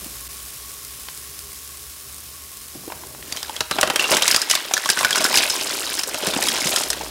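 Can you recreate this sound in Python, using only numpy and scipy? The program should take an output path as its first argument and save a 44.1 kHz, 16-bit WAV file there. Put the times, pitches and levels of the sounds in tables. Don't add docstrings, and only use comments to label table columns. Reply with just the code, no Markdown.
import sys
import numpy as np
from scipy import signal
from scipy.fft import rfft, irfft, next_fast_len
from scipy.io import wavfile
from scipy.ndimage import map_coordinates

SR = 44100
rng = np.random.default_rng(int(sys.argv[2]) if len(sys.argv) > 2 else 0)


def materialize(psi):
    bounded = np.clip(np.atleast_2d(psi).T, -1, 1)
    quanta = np.round(bounded * 32767).astype(np.int16)
    wavfile.write(sys.argv[1], SR, quanta)


N = 313110
TIME = np.arange(N) / SR
BLOW = np.arange(2048) / SR

# start_s, level_db, ring_hz, thud_db, crack_db (both re level)
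SHELL_BLOWS = [(3.324, -9, 4620, -23, -17), (3.364, -20.5, 6500, -29, -11), (3.371, -13.5, 3180, -25, -18),
               (3.429, -13, 4830, -23, -15.5), (3.495, -12, 896, -19.5, -26),
               (3.564, -10.5, 3300, -26, -22), (3.606, -7, 3980, -13, -14.5), (3.711, -6, 1170, -15, -17.5),
               (3.785, -7.5, 740, -10.5, -38), (3.811, -7, 5870, -40, -9), (3.83, 0.5, 620, -11, -21.5),
               (3.874, -10.5, 345, -13, -17), (3.9, -3, 820, -13, -20.5), (3.959, -3, 3220, -17.5, -14),
               (3.995, 1, 2750, -41.5, -26.5), (4.041, -3, 2760, -21, -30), (4.125, -4, 537, -15.5, -24),
               (4.168, -9, 3170, -12.5, -7.5), (4.222, 1.5, 3140, -22.5, -18.5),
               (4.279, -2.5, 5070, -44, -8.5), (4.312, -1.5, 5100, -48, -14.5),
               (4.345, -1.5, 4900, -17.5, -16), (4.362, 0.5, 4930, -26.5, -16),
               (4.417, -4, 5040, -43, -17.5), (4.499, -5, 5000, -56, -12), (4.511, 3, 2930, -53, -15.5),
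               (4.552, -3, 3520, -23, -14.5), (4.711, -12.5, 748, -14.5, -27), (4.737, 1, 5880, -27, -16),
               (4.767, -4.5, 1750, -34, -23), (4.777, -7.5, 1430, -21, -16.5), (4.838, -15, 1940, -31, -28),
               (4.858, -5, 1134, -24, -20), (4.89, -4, 1650, -22, -14.5), (4.9, -4.5, 4720, -21, -7.5),
               (4.973, -7.5, 1490, -18, -24), (4.989, -6, 2060, -26, -15), (5.009, -9, 1060, -13, -18),
               (5.047, 4.5, 1502, -23, -20.5), (5.107, -5, 1640, -22, -15), (5.128, -1, 3310, -37, -21.5),
               (5.157, -3.5, 1515, -38, -15.5), (5.18, -8.5, 1470, -31, -13), (5.206, -6.5, 640, -23, -19),
               (5.242, -4.5, 5140, -42, -11.5), (5.251, -1.5, 1510, -37, -21.5),
               (5.261, -7, 1650, -24, -17), (5.341, -8, 5000, -21, -18), (5.356, -1, 5020, -41, -18),
               (5.373, 1, 2800, -26, -15), (5.382, -0.5, 4900, -29, -18), (5.499, -4.5, 5120, -40, -17),
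               (5.992, -7, 5120, -50, -15.5), (6.034, -10, 5800, -22, -12.5),
               (6.144, -9, 626, -16.5, -18.5), (6.269, -7, 690, -24, -13.5), (6.336, -8, 3600, -17, -22),
               (6.424, -6, 1880, -38, -13.5), (6.485, -1.5, 3260, -47, -16.5),
               (6.672, -10, 5250, -21, -11.5), (6.761, -2.5, 3290, -42, -14), (6.835, -11, 4400, -38, -13),
               (6.902, -3.5, 8460, -44, -14.5), (6.93, -11.5, 1880, -20.5, -15),
               (7.01, -14.5, 870, -21, -33)]
# start_s, length_s, clatter_db, thud_db (re clatter)
HEAP_SLIDES = [(3.258, 0.32, -39.5, -4), (3.694, 0.25, -34, 2.5), (3.983, 0.12, -25, -4),
               (4.091, 0.049, -20.5, -2), (4.208, 0.15, -22.5, -13), (4.486, 0.055, -23.5, -32),
               (4.385, 0.42, -35.5, -5.5), (4.807, 0.18, -30, -12.5), (4.953, 0.26, -27.5, -8),
               (5.124, 0.24, -25.5, -2), (5.322, 0.064, -18, -15), (5.4, 0.13, -23.5, -9.5),
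               (5.536, 0.45, -26, -8.5), (6.048, 0.18, -30, -3.5), (6.215, 0.16, -27, -0.5),
               (6.389, 0.41, -23.5, -6.5), (6.832, 0.22, -33.5, -0.5)]
# start_s, level_db, ring_hz
ROCKING_SHELLS = [(3.379, -42, 4050), (3.722, -32.5, 4000), (4.011, -31, 2700)]
# start_s, level_db, ring_hz, click_db (re level)
TRAY_BUMPS = [(0.061, -26, 239, -17), (1.085, -29, 1010, 5), (2.754, -26, 300, -24), (2.877, -20, 333, -30),
              (2.901, -25, 890, -7), (2.921, -21, 870, -5), (3.036, -29.5, 930, -7), (3.148, -30, 870, -9),
              (3.226, -32.5, 2580, 3), (6.275, -15.5, 188, -21), (6.363, -12, 244, -2),
              (6.389, -13, 780, -17), (6.654, -16.5, 173, -20), (6.736, -16, 650, -6),
              (6.808, -15.5, 690, -18)]
# start_s, length_s, level_db
TRAY_SHIFTS = [(0, 0.034, -41), (2.732, 0.52, -44)]
# mode_hz, width_hz, level_db
POT_MODES = [(369, 40, -2), (612, 24, 6), (1030, 34, -1), (1564, 250, -0.5), (5144, 44, 9)]
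# freq_hz, t60_s
KITCHEN_DECAY = [(200, 0.27), (2000, 0.75), (12000, 0.0091)]
# start_s, level_db
FAT_POPS = [(0.045, -18), (0.849, -16), (0.949, -25), (1.391, -15), (2.516, -24)]
# time_s, level_db, pitch_hz
HUM_TRACK = [(0, -48, 60.4), (1.5, -50.5, 71), (3.8, -52, 77.7), (4.5, -68, 67.1), (6.8, -53, 62.1),
             (7, -45, 58.7)]
# freq_hz, level_db (per Hz)
CLATTER_SPECTRUM = [(500, -0.5), (1500, -11), (2800, -7), (5000, -7), (9000, -7.5), (16000, -17)]
# freq_hz, level_db (per Hz)
CRACK_SPECTRUM = [(1500, -29.5), (3500, -4.5), (5500, -1.5), (10000, -6.5), (16000, -20)]
# freq_hz, level_db (per Hz)
THUD_SPECTRUM = [(60, -24), (130, -1.5), (300, 3), (900, 3.5), (1500, 3), (4000, -49)]
# freq_hz, level_db (per Hz)
CLACK_SPECTRUM = [(300, -18), (1000, -10.5), (2800, -3), (5000, -15.5), (16000, -55)]
# freq_hz, level_db (per Hz)
SIZZLE_SPECTRUM = [(150, -29), (400, -11.5), (850, -16.5), (1300, -4), (1800, -3.5), (5500, 0.5), (7500, 1),
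                   (11000, 2.5), (16000, -2.5)]
# freq_hz, level_db (per Hz)
RUMBLE_SPECTRUM = [(25, -29), (60, 4), (95, -13), (125, -2.5), (170, -12), (330, -12), (2000, -23)]

TRAY_T60_S, POT_T60_S, LANDING_S = 0.015, 0.028, 3.58
RING_DB, USUAL_CRACK_DB, RING_LOSS_DB_PER_DB = -22.5, -16, 0.34
SLIDE_ATTACK_S, SETTLE_DB_PER_S = 0.023, 152
KNOCK_BARE_DB, KNOCK_BED_DB, COVERED_S, COVERING_S = -3.5, -9.5, 5.34, 0.035
BUNCH_DB, BUNCH_RATE_HZ = 1.5, 85
ROCK_GAP_S, ROCK_LOSS_DB = 0.01, 3
FRY_HOT_DB, FRY_CALM_DB, FRY_CALMING_S = -35, -42, 3.9
DIP_S, DIP_WIDTH_S = 0.284, 0.0057
LOW_CUT_HZ, TOP_HZ = 34, 15850


def amp(db):
    return 10 ** (np.asarray(db) / 20)


def unit(x):
    return x / np.sqrt(np.mean(x ** 2, axis=-1, keepdims=True) + 1e-20)


def along(points, freq_hz):
    point_hz, value = np.transpose(points)
    return np.interp(np.log(freq_hz + 1), np.log(point_hz + 1), value)


def curves(rows):
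    time_s, *columns = np.transpose(rows)
    return [np.interp(TIME, time_s, column) for column in columns]


def wobble(rate_hz):
    knots = rng.standard_normal(int(N * rate_hz / SR) + 4)
    return map_coordinates(knots, [TIME * rate_hz])


def filtered(x, response):
    n = x.shape[-1]
    padded = next_fast_len(n + min(n, SR // 2))
    freq_hz = np.fft.rfftfreq(padded, 1 / SR)
    return irfft(rfft(x, padded) * response(freq_hz), padded)[..., :n]


def resonance(freq_hz, mode_hz, width_hz):
    damping = 1j * freq_hz * width_hz
    return damping / (mode_hz * mode_hz - freq_hz * freq_hz + damping)


def coloured(x, spectrum, size=4096):
    gain = amp(along(spectrum, np.fft.rfftfreq(size, 1 / SR)))
    cepstrum = irfft(np.log(gain))
    cepstrum[1:size // 2] *= 2
    cepstrum[size // 2:] = 0
    kernel = irfft(np.exp(rfft(cepstrum)))[:size // 2]
    shaped = signal.fftconvolve(np.atleast_2d(x), kernel[None], axes=1)
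    return unit(shaped[:, :x.shape[-1]].reshape(x.shape))


def bursts(t60_s, count):
    build_up = 1 - np.exp(-BLOW / 0.0003)
    decay = amp(-60 * BLOW / t60_s)
    return unit(rng.standard_normal((count, len(BLOW))) * decay * build_up)


def rings(ring_hz, t60_s, q, echo=2):
    ring_hz = ring_hz[:, None]
    width_hz = ring_hz / q
    echoes = filtered(bursts(t60_s, count=len(ring_hz)), lambda f: resonance(f, ring_hz, width_hz))
    onset = 1 - np.exp(-ring_hz * BLOW)
    direct = np.sin(2 * np.pi * ring_hz * BLOW) * np.exp(-np.pi * width_hz * BLOW) * onset
    return unit(unit(direct) + echo * unit(echoes))


def placed(start_s, rows):
    first = np.round(np.asarray(start_s)[:, None] * SR).astype(int)
    index = first + np.arange(len(BLOW))
    return np.bincount(np.maximum(index, 0).ravel(), rows.ravel(), N)[:N]


def jostle(rate_hz, low_hz, high_hz, t60_s, q, spread_db):
    count = int(rate_hz * N / SR)
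    when, size, pitch = rng.random((count, 3)).T
    start_s = (np.arange(count) + 2 * when) / rate_hz
    ring_hz = low_hz * (high_hz / low_hz) ** pitch
    gain = amp(spread_db * size ** 2)[:, None]
    return placed(start_s, gain * rings(ring_hz, t60_s, q, echo=1))


def surges(start_s, length_s, level_db):
    since_s = TIME - start_s[:, None]
    gather = np.clip(since_s / SLIDE_ATTACK_S, 0, 1)
    settle_db = SETTLE_DB_PER_S * np.maximum(since_s - length_s[:, None], 0)
    return np.linalg.norm(gather * amp(level_db[:, None] - settle_db), axis=0)


def shells():
    start_s, level_db, ring_hz, thud_db, crack_db = np.transpose(SHELL_BLOWS)
    count = len(start_s)
    t60_s = np.where(start_s < LANDING_S, TRAY_T60_S, POT_T60_S)[:, None]
    ring_db = np.minimum(RING_DB - RING_LOSS_DB_PER_DB * (crack_db - USUAL_CRACK_DB), -15)
    q = 26 * (ring_hz[:, None] / 2700) ** 0.88
    ring = amp(ring_db)[:, None] * rings(ring_hz, t60_s, q, echo=0.95)
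    clack_gain = amp(crack_db - 14.5) + amp(thud_db - 7.5)
    clack = clack_gain[:, None] * coloured(bursts(t60_s, count), CLACK_SPECTRUM)
    crack = amp(crack_db - 3.5)[:, None] * coloured(bursts(t60_s, count), CRACK_SPECTRUM)
    thud = amp(thud_db - 8.0)[:, None] * coloured(bursts(1.96 * t60_s, count), THUD_SPECTRUM)
    return placed(start_s, amp(level_db)[:, None] * (ring + clack + crack + thud))


def heap():
    start_s, length_s, clatter_db, thud_db = np.transpose(HEAP_SLIDES)
    covered = (1 + np.tanh((TIME - COVERED_S) / COVERING_S)) / 2
    knock_db = KNOCK_BARE_DB + (KNOCK_BED_DB - KNOCK_BARE_DB) * covered
    edges = jostle(rate_hz=520, low_hz=2000, high_hz=13000, t60_s=0.016, q=2.5, spread_db=12)
    clatter = coloured(edges, CLATTER_SPECTRUM)
    clink = unit(jostle(rate_hz=90, low_hz=1900, high_hz=4200, t60_s=0.016, q=15, spread_db=11))
    knock = unit(jostle(rate_hz=100, low_hz=800, high_hz=1960, t60_s=0.018, q=5.5, spread_db=13))
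    landings = jostle(rate_hz=150, low_hz=231, high_hz=1250, t60_s=0.025, q=1.74, spread_db=7.5)
    thud = coloured(landings, THUD_SPECTRUM)
    ticks = unit(jostle(rate_hz=130, low_hz=5000, high_hz=15000, t60_s=0.006, q=1.3, spread_db=22))
    hollow = amp(knock_db) * (amp(-1.0) * clink + knock)
    rattle = amp(2.0) * clatter + amp(-6.5) * ticks + hollow
    bunches = unit(amp(BUNCH_DB * (1 - covered / 2) * wobble(BUNCH_RATE_HZ)))
    rattling = surges(start_s, length_s, clatter_db) * rattle
    thudding = surges(start_s, length_s, clatter_db + thud_db) * thud
    return bunches * (rattling + thudding)


def rocking(count=6):
    start_s, level_db, ring_hz = np.repeat(ROCKING_SHELLS, count, axis=0).T
    touch = np.arange(len(start_s)) % count
    touch_s = start_s + ROCK_GAP_S * (touch + 0.5 * rng.random(len(start_s)))
    gain = amp(level_db - ROCK_LOSS_DB * touch)[:, None]
    return placed(touch_s, gain * rings(ring_hz, TRAY_T60_S, q=33, echo=0.88))


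def tray():
    start_s, level_db, ring_hz, click_db = np.transpose(TRAY_BUMPS)
    clicks = coloured(bursts(TRAY_T60_S, count=len(start_s)), CLACK_SPECTRUM)
    bumps = rings(ring_hz, t60_s=0.038, q=2.9, echo=0.74) + amp(click_db)[:, None] * clicks
    shifting = unit(jostle(rate_hz=240, low_hz=105, high_hz=750, t60_s=0.04, q=1.6, spread_db=8))
    bumping = placed(start_s, amp(level_db - 13.5)[:, None] * bumps)
    return bumping + surges(*np.transpose(TRAY_SHIFTS)) * shifting


def pot(x, count=24):
    wall = [(mode_hz, 28, -4) for mode_hz in rng.uniform(3500, 13000, count)]
    modes = list(POT_MODES) + wall
    return filtered(x, lambda f: sum(amp(db) * resonance(f, hz, width_hz) for hz, width_hz, db in modes))


def kitchen(x):
    freq_hz, time_s, noise = signal.stft(rng.standard_normal(SR // 2), SR, nperseg=256)
    decay = amp(-60 * time_s / along(KITCHEN_DECAY, freq_hz)[:, None])
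    tail = signal.istft(noise * decay, SR, nperseg=256)[1]
    delayed = np.pad(x, (300, 0))
    return signal.fftconvolve(delayed, tail / np.linalg.norm(tail))[:N]


def sizzle():
    hiss_db = FRY_CALM_DB + (FRY_HOT_DB - FRY_CALM_DB) * np.exp(-TIME / FRY_CALMING_S)
    fizz = coloured(rng.standard_normal(N) * amp(1.47 * wobble(500)), SIZZLE_SPECTRUM)
    struck = rng.random(N) < 55 / SR
    impulses = struck * rng.standard_normal(N) * amp(10 * rng.random(N))
    spit = coloured(signal.fftconvolve(impulses, bursts(0.0023, count=1)[0])[:N], SIZZLE_SPECTRUM)
    air = unit(filtered(
        rng.standard_normal(N),
        lambda f: resonance(f, 1101, 105) ** 2 + 0.93 * resonance(f, 409, 22) ** 2))
    wall = filtered(fizz, lambda f: resonance(f, 5220, 200))
    dip = 1 - np.exp(-((TIME - DIP_S) / DIP_WIDTH_S) ** 2)
    return dip * amp(hiss_db) * (fizz + spit / 4 + amp(-16.5) * air + amp(-5.5) * wall)


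def spatter():
    start_s, level_db = np.transpose(FAT_POPS)
    pops = coloured(bursts(0.0098, count=len(start_s)), SIZZLE_SPECTRUM)
    return placed(start_s, amp(level_db - 24.5)[:, None] * pops)


def hum():
    level_db, pitch_hz = curves(HUM_TRACK)
    phase = 2 * np.pi * np.cumsum(pitch_hz) / SR
    tone = np.sin(phase) * amp(0.72 * wobble(14))
    rumble = coloured(rng.standard_normal(N), RUMBLE_SPECTRUM)
    return amp(level_db) * (tone + amp(3.0) * rumble)


def scene():
    blows = shells() + rocking() + heap() + tray()
    blows = blows + amp(-6) * pot(blows)
    room = amp(-16) * kitchen(blows)
    return (amp(-3.5) * (blows + room) + sizzle() + spatter() + hum())[None]


def record(dry):
    high_pass = signal.butter(3, LOW_CUT_HZ, "highpass", fs=SR, output="sos")
    thinned = signal.sosfilt(high_pass, dry)
    rounded = thinned / (1 + np.abs(thinned / 0.85) ** 4) ** (1 / 4)
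    return filtered(rounded, lambda f: 1 / (1 + (f / TOP_HZ) ** 300))


dry = scene()
out = record(dry)
materialize(out)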